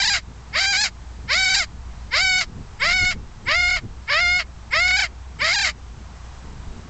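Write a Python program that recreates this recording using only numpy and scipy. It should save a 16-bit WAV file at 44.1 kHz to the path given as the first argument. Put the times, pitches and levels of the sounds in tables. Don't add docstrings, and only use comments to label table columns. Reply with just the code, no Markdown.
import sys
import numpy as np
from scipy import signal
from scipy.io import wavfile
from scipy.ndimage import uniform_filter1d

SR = 44100
rng = np.random.default_rng(int(sys.argv[2]) if len(sys.argv) > 2 else 0)


def invert_db(level):
    return 10 ** (np.asarray(level, dtype=float) / 20)


def transcribe(signal):
    frames = np.atleast_2d(signal).T
    limited = np.clip(frames, -1, 1)
    pcm = np.round(limited * 32767).astype(np.int16)
    wavfile.write(sys.argv[1], SR, pcm)


N = 303849


def rms_one(x):
    return x / np.sqrt(np.mean(x ** 2) + 1e-20)


def in_time(rows):
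    s, *columns = np.transpose(rows)
    return [np.interp(np.arange(N) / SR, s, c) for c in columns]


def drift(rate_hz):
    r = np.exp(-16 * np.pi * rate_hz / SR)
    white = rng.standard_normal(N // 8 + 4002)
    slow = signal.lfilter([1], [1, -2 * r, r * r], white)[4000:]
    return np.interp(np.arange(N) / 8, np.arange(len(slow)), rms_one(slow))


def band(x, low_hz, high_hz, order=2):
    return signal.sosfilt(signal.butter(order, [low_hz, high_hz], "band", fs=SR, output="sos"), x)


def resonances(x, modes):
    out = 0
    for k, (hz, width_hz, db) in enumerate(modes):
        r = np.exp(-np.pi * width_hz / SR)
        b = (1 - r * r) / 2 * np.array([1, 0, -1])
        a = [1, -2 * r * np.cos(2 * np.pi * hz / SR), r * r]
        out = out + (-1) ** k * invert_db(db) * signal.lfilter(b, a, x)
    return out


def evened(x, span_s):
    return x / np.sqrt(uniform_filter1d(x ** 2, int(span_s * SR)) + 1e-9)


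def coloured_noise(spectrum, low_hz, patchy_db, flicker_hz, count):
    white = rng.standard_normal((2, N))
    together = drift(flicker_hz / 2)
    hz, db = np.transpose(spectrum)
    out = 0
    for k in range(count):
        low, high = low_hz * 2 ** (k / 3), low_hz * 2 ** ((k + 1) / 3)
        level_db = np.interp(np.log(low * high) / 2, np.log(hz), db)
        flicker = 0.7 * together + 0.52 * drift(flicker_hz)
        out = out + invert_db(level_db + patchy_db * flicker) * band(white[k % 2], low, high)
    return rms_one(out)


# start_s, settles_s, turns_s, breaks_s, end_s
SQUAWKS = [
    (-.17, -.03, .05, .13, .215),
    (.521, .66, .72, .832, .908),
    (1.272, 1.385, 1.595, 1.626, 1.668),
    (2.103, 2.222, 2.33, 2.402, 2.463),
    (2.787, 2.942, 3.02, 3.102, 3.158),
    (3.452, 3.565, 3.675, 3.756, 3.813),
    (4.067, 4.215, 4.26, 4.385, 4.448),
    (4.702, 4.815, 4.87, 5.028, 5.088),
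    (5.382, 5.546, 5.585, 5.638, 5.733),
]
# early_climb_hz, late_climb_hz, settled_hz, turn_hz, break_hz
TUNES = [(600, 700, 780, 790, 812), (629.7, 780, 793, 803, 853), (559.8, 710, 760, 755, 655),
         (544.6, 700, 762, 741, 740), (564.4, 686, 749, 720, 738), (570.6, 655, 709, 713, 720),
         (553, 620, 717, 701, 729), (593, 665, 715, 731, 765), (576, 650, 835, 802, 783)]
# effort_db, beak_opening_db, edge_opening_db, late_climb_rough_0_1, held_rough_0_1
DELIVERY = [(-19, -7, -13, .4, .17), (-19.5, -6.5, -11, .42, 0.061), (-19, -5.5, -10.5, 0.3, 0.19),
            (-18.5, -6, -12, 0.5, .04), (-18, -9.5, -16, .2, .07), (-17.5, -11, -20, .3, .03),
            (-17.5, -10.5, -22, .22, 0.036), (-17, -10.5, -18, 0.1, .1), (-19, -8.5, -14, .65, .05)]
# after_start_s, pitch_hz
LIFT_PITCH = [(0, 399.8), (.02, 455.4)]
# after_start_s, rough_0_1
LIFT_ROUGH = [(0, .7), (.02, .25), (.038, .32), (.062, .68)]
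EARLY_CLIMB_S, LATE_CLIMB_S = 0.045, 0.087
SNAP_S, SNAP_ROUGH, SNAP_HZ = 0.012, 0.4, 20
BREAK_S, BREAK_HZ, BREAK_ROUGH, LAST_HZ = 0.012, 45.18, 1, 557
TIRING_ROUGH = 0.041


def tune():
    pitch, rough = [], []
    for times, notes_hz, (*_, rasp, calm) in zip(SQUAWKS, TUNES, DELIVERY):
        start, settle, turn, snap, end = times
        early, late, held, mid, last = notes_hz
        pitch += [(start + s, hz) for s, hz in LIFT_PITCH]
        pitch += [(start + EARLY_CLIMB_S, early), (start + LATE_CLIMB_S, late)]
        pitch += [(settle - SNAP_S, held - SNAP_HZ), (settle, held), (turn, mid)]
        pitch += [(snap, last), (snap + BREAK_S, last - BREAK_HZ), (end, LAST_HZ)]
        rough += [(start + s, r) for s, r in LIFT_ROUGH]
        rough += [(start + LATE_CLIMB_S, rasp), (settle - SNAP_S, SNAP_ROUGH), (settle, calm)]
        rough += [(turn, calm), (snap, calm + TIRING_ROUGH)]
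        rough += [(snap + BREAK_S, BREAK_ROUGH), (end, BREAK_ROUGH)]
    return in_time(pitch) + in_time(rough)


# centre_s, pitch_jump_hz, length_s, added_rough_0_1
SLIPS = [(0.026, 214.5, .016, 0), (.054, 70, .012, 0), (.086, 190, .024, 0.1), (0.635, 20, 0.0078, 0),
         (0.656, -29, .008, 0.2), (0.789, -21, .012, 0.04), (0.814, 51.5, 0.006, 0.4),
         (1.45, 23, .0063, .1), (1.497, 31.5, 0.0107, 0.1), (1.515, 18, .01, 0), (1.553, 190.5, .018, 0.5),
         (1.588, 40, .01, .17), (2.235, 14, .014, 0), (2.389, 36.5, .008, 0.27), (2.979, 16, 0.012, .08),
         (3.005, 16, 0.01, 0.13), (3.052, 35, 0.0063, 0.4), (3.616, 25, 0.011, 0), (3.687, 24.5, .008, 0.4),
         (3.705, 61, .007, 0.2), (3.729, 31.5, .01, 0), (3.748, 20, 0.0087, 0.07), (4.881, 26.5, .01, .35),
         (4.91, -21.5, .012, 0.4), (4.977, 75, .022, 0.06), (5.002, 101.5, .005, .4), (5.014, 113, .012, 0),
         (5.55, 113.5, 0.017, 0.09), (5.592, 112, 0.0091, .25), (5.62, 103.5, .014, 0)]
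# centre_s, pitch_change_hz, length_s, added_rough_0_1
BENDS = [(.06, 60, .03, 0), (.585, -30, .03, .1), (.75, -68, .046, .42), (1.48, -14, 0.05, 0),
         (1.577, 45, .025, 0), (2.905, -8, .05, .25), (4.108, 30, .02, -.15), (4.765, 10, .04, -.25),
         (5.44, 15, .04, -.2), (5.505, -45, .05, .2), (5.69, -40, .04, 0)]


def syrinx():
    t = np.arange(N) / SR
    pitch, rough = tune()
    glide = pitch.copy()
    for s, jump_hz, length, added in SLIPS + BENDS:
        near = slice(max(int((s - length) * SR), 0), int((s + length) * SR))
        bump = np.exp(-((t[near] - s) / (length / 2)) ** 4)
        pitch[near] += jump_hz * bump
        rough[near] += added * bump
    sliding = np.abs(np.gradient(pitch - glide)) * SR / pitch
    rough = np.clip(rough + 0.005 * sliding, 0, 1)
    shaken = pitch * (1 + 0.003 * drift(70) + 0.02 * rough * drift(400))
    phase = 2 * np.pi * np.cumsum(shaken) / SR
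    pulses = 0
    for k in range(1, 18):
        hoarse = np.clip(rough * np.minimum(0.2 + k * pitch / 2600, 1.9), 0, 0.88)
        patchy = invert_db(np.minimum(0.52 * k, 3.5) * drift(45))
        angle = k * phase + 0.12 * k * k
        clear = np.sqrt(1 - hoarse ** 2) * patchy * np.cos(angle)
        scattered = 0.75 * hoarse * (drift(330) * np.cos(angle) + drift(330) * np.sin(angle))
        pulses = pulses + (clear + scattered) * (k * pitch < 9500)
    strong_weak = 1 + 0.21 * rough * np.cos(phase / 2 + 2.2 * drift(27))
    air = 1.5 * (rough + 0.017) * band(rng.standard_normal(N), 4100, 9000, order=1)
    flutter = invert_db(1.0 * rough * drift(150))
    return flutter * (pulses * strong_weak + air), pitch, rough


# after_start_s, throat_db, beak_db, edge_db
OPENING = [(0, -40.5, -50, -43.5), (.007, -24, -28, -40), (.02, -10, -14, -29), (.036, 0.7, -3, -17),
           (.062, -0.9, 1.7, -5.5), (.1, -0.2, 0.2, -3.5)]
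# before_end_s, level_db
CLOSING = [(0.07, -0.63), (0.041, -5), (0.023, -16), (0, -45)]
SWEET_HZ, RING_HZ, OFF_RING_DB = 735, 2180, 4.5
JOLT_DB_PER_HZ = 0.25
RASP_BEAK_DB, RASP_EDGE_DB = 4, 3.5
HIGH_BEAK_DB_PER_HZ, HIGH_EDGE_DB_PER_HZ = 0.045, 0.0372


def loudness(pitch, rough):
    rows = []
    for (start, *_, end), (db, beak_db, edge_db, *_) in zip(SQUAWKS, DELIVERY):
        shape = [(start + s, *rest) for s, *rest in OPENING]
        shape += [(end - s, d, d, d) for s, d in CLOSING]
        rows += [(s, db + a, db + beak_db + b, db + edge_db + c) for s, a, b, c in shape]
    throat_db, beak_db, edge_db = in_time(rows)
    high = uniform_filter1d(np.clip(pitch - SWEET_HZ, 0, 120), 300)
    rasp = uniform_filter1d(rough, 300)
    jolt = uniform_filter1d(np.clip(pitch - uniform_filter1d(pitch, 1300), 0, 25), 250)
    off = uniform_filter1d(np.sin(np.pi * RING_HZ / pitch) ** 2, 300)
    throat_db = throat_db - OFF_RING_DB * off * np.minimum(high / 40, 1) - JOLT_DB_PER_HZ * jolt * (1 - off)
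    beak_db = beak_db + RASP_BEAK_DB * rasp + HIGH_BEAK_DB_PER_HZ * high
    edge_db = edge_db + RASP_EDGE_DB * rasp + HIGH_EDGE_DB_PER_HZ * high
    return throat_db, beak_db, edge_db


# centre_hz, width_hz, level_db
THROAT = [(690, 910, -10.5), (1575, 1130, -1.5), (2186, 166, 7.5), (3070, 360, -11.5)]
BEAK = [(3750, 450, 0.3), (4680, 750, 3), (5530, 420, -1.5)]
EDGE = [(5930, 980, -3.5), (7400, 790, -0.5), (7860, 990, -8), (8800, 390, -6)]
# late_s, level_db
ECHOES = [(.035, -53.5), (.065, -44), (.1, -51.5)]
CHEST_DB, VALLEY_DB = -15, -5.5


def parrot():
    t = np.arange(N) / SR
    sounding = sum(np.interp(t, [s - 0.004, s, end, end + 0.004], [0, 1, 1, 0]) for s, *_, end in SQUAWKS)
    source, pitch, rough = syrinx()
    throat_db, beak_db, edge_db = loudness(pitch, rough)
    strain = rough + np.clip((pitch - 800) / 150, 0, 1.5)
    filled = invert_db(VALLEY_DB) * strain * band(source, 2730, 3420)
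    chest = invert_db(CHEST_DB) * band(source, 560, 725)
    throat = evened(band(resonances(source, THROAT), 460, 4040) + filled + chest, 0.036)
    beak = evened(band(resonances(source, BEAK), 2200, 5600, order=3), 0.037)
    edge = evened(band(resonances(source, EDGE), 5600, 11000, order=3), 0.03)
    voice = sounding * (invert_db(throat_db) * throat + invert_db(beak_db) * beak + invert_db(edge_db) * edge)
    out = voice + lisp()
    dull = band(voice, 1200, 4500, order=1)
    for late_s, db in ECHOES:
        lag = int(late_s * SR)
        out[lag:] += invert_db(db) * dull[:-lag]
    return out


# time_s, level_db
HUM = [(0.0, -43), (0.17, -39.5), (0.77, -44), (1.0, -37.5), (1.73, -42), (1.74, -35.5), (2.84, -49),
       (2.94, -34), (3.11, -52), (3.2, -37.5), (3.51, -51), (3.57, -36), (3.84, -45), (3.99, -36),
       (4.15, -53), (4.2, -39), (6.81, -41), (6.89, -45)]
HUM_HZ = 60.1


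def frame_hum():
    phase = 2 * np.pi * np.cumsum(HUM_HZ * (1 + 0.0399 * drift(8))) / SR
    level_db = in_time(HUM)[0] + 2.7 * drift(9.2)
    return np.sqrt(2) * invert_db(level_db) * np.sin(phase)


# time_s, level_db
WIND = [(0.0, -43.5), (0.59, -55), (1.57, -42.5), (2.76, -40), (3.01, -30), (3.38, -42), (3.87, -33.5),
        (4.01, -50.5), (4.2, -42), (4.76, -51), (4.81, -36.5), (4.89, -54), (6.01, -47.5), (6.02, -54.5),
        (6.75, -34.5), (6.89, -62.5)]
# peak_s, over_buffeting_db, length_s
GUSTS = [(.31, 5, 0.052), (.52, 6, 0.027), (1.25, 5.5, 0.094), (1.76, 3, 0.078), (2.57, 13, .09),
         (2.88, 3.5, .1), (3.03, 18.5, 0.04), (3.16, 11, 0.079), (3.48, 10, .08), (3.855, 17, .04),
         (4.25, 2, .06), (4.76, 3.5, .08), (5.41, 6.5, 0.088), (6.02, 4.5, .12), (6.62, 5, 0.19),
         (6.77, 7, .06), (6.89, 9, 0.063)]
# pitch_hz, density_db_per_hz
BUFFET = [(41, -30), (70, -8.5), (86, 0.5), (130, -6.5), (220, -10.5), (253, -16.5), (500, -21), (650, -52),
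          (1100, -120)]
BUFFET_DB, BUFFET_FOLLOWS = -44.5, 0.11


def wind():
    t = np.arange(N) / SR
    swell_db, = in_time(WIND)
    gust_db = sum(np.interp(t, [s - length, s, s + length], [0, db, 0]) for s, db, length in GUSTS)
    swell = rms_one(band(rng.standard_normal(N), 10, 38))
    buffet = coloured_noise(BUFFET, 74.9, patchy_db=3.0, flicker_hz=19, count=8)
    buffet_db = BUFFET_DB + BUFFET_FOLLOWS * (swell_db - swell_db.mean()) + gust_db
    return invert_db(swell_db) * evened(swell, 0.2) + invert_db(buffet_db) * evened(buffet, 0.13)


# pitch_hz, density_db_per_hz
ROAD_COLOUR = [(240, -33), (400, -3), (444, -8.5), (605, 2), (916, 5), (2680, -6.5), (3300, -7),
               (7260, -9.5), (8060, -23.5), (8820, -28.5), (11500, -64), (19400, -120)]
ROAD_DB, DUCK_DB, RECOVER_S = -47.5, 4.0, 0.32


def road():
    t = np.arange(N) / SR
    dips = [(t > s) * np.exp(-np.maximum(t - end, 0) / RECOVER_S) for s, *_, end in SQUAWKS]
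    hiss = coloured_noise(ROAD_COLOUR, 403.7, patchy_db=-0.5, flicker_hz=9, count=14)
    return invert_db(ROAD_DB - DUCK_DB * np.max(dips, axis=0)) * hiss


# start_s, length_s, level_db
LISP = [
    (1.256, 0.036, -63),
    (2.116, .03, -64),
    (2.795, 0.057, -47.5),
    (3.445, 0.053, -52.5),
    (4.072, 0.055, -58),
    (4.706, 0.087, -49.5),
    (5.386, 0.054, -49),
]


def lisp():
    t = np.arange(N) / SR
    shape = sum(invert_db(db) * np.interp(t, [s, s + 0.004, s + length], [0, 1, 0]) for s, length, db in LISP)
    return shape * rms_one(band(rng.standard_normal(N), 7500, 7700))


def scene():
    return (parrot() + frame_hum() + wind() + road())[None]


def band_limit(x):
    return signal.sosfilt(signal.butter(12, 8970, fs=SR, output="sos"), x)


def record(dry):
    rounded = 0.8 * np.tanh(dry / 0.8)
    top_cut = signal.cheby2(10, 60, 9600, fs=SR, output="sos")
    mix = signal.sosfilt(top_cut, rounded) - 0.0024
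    return band_limit(mix)


dry = scene()
out = record(dry)
transcribe(out)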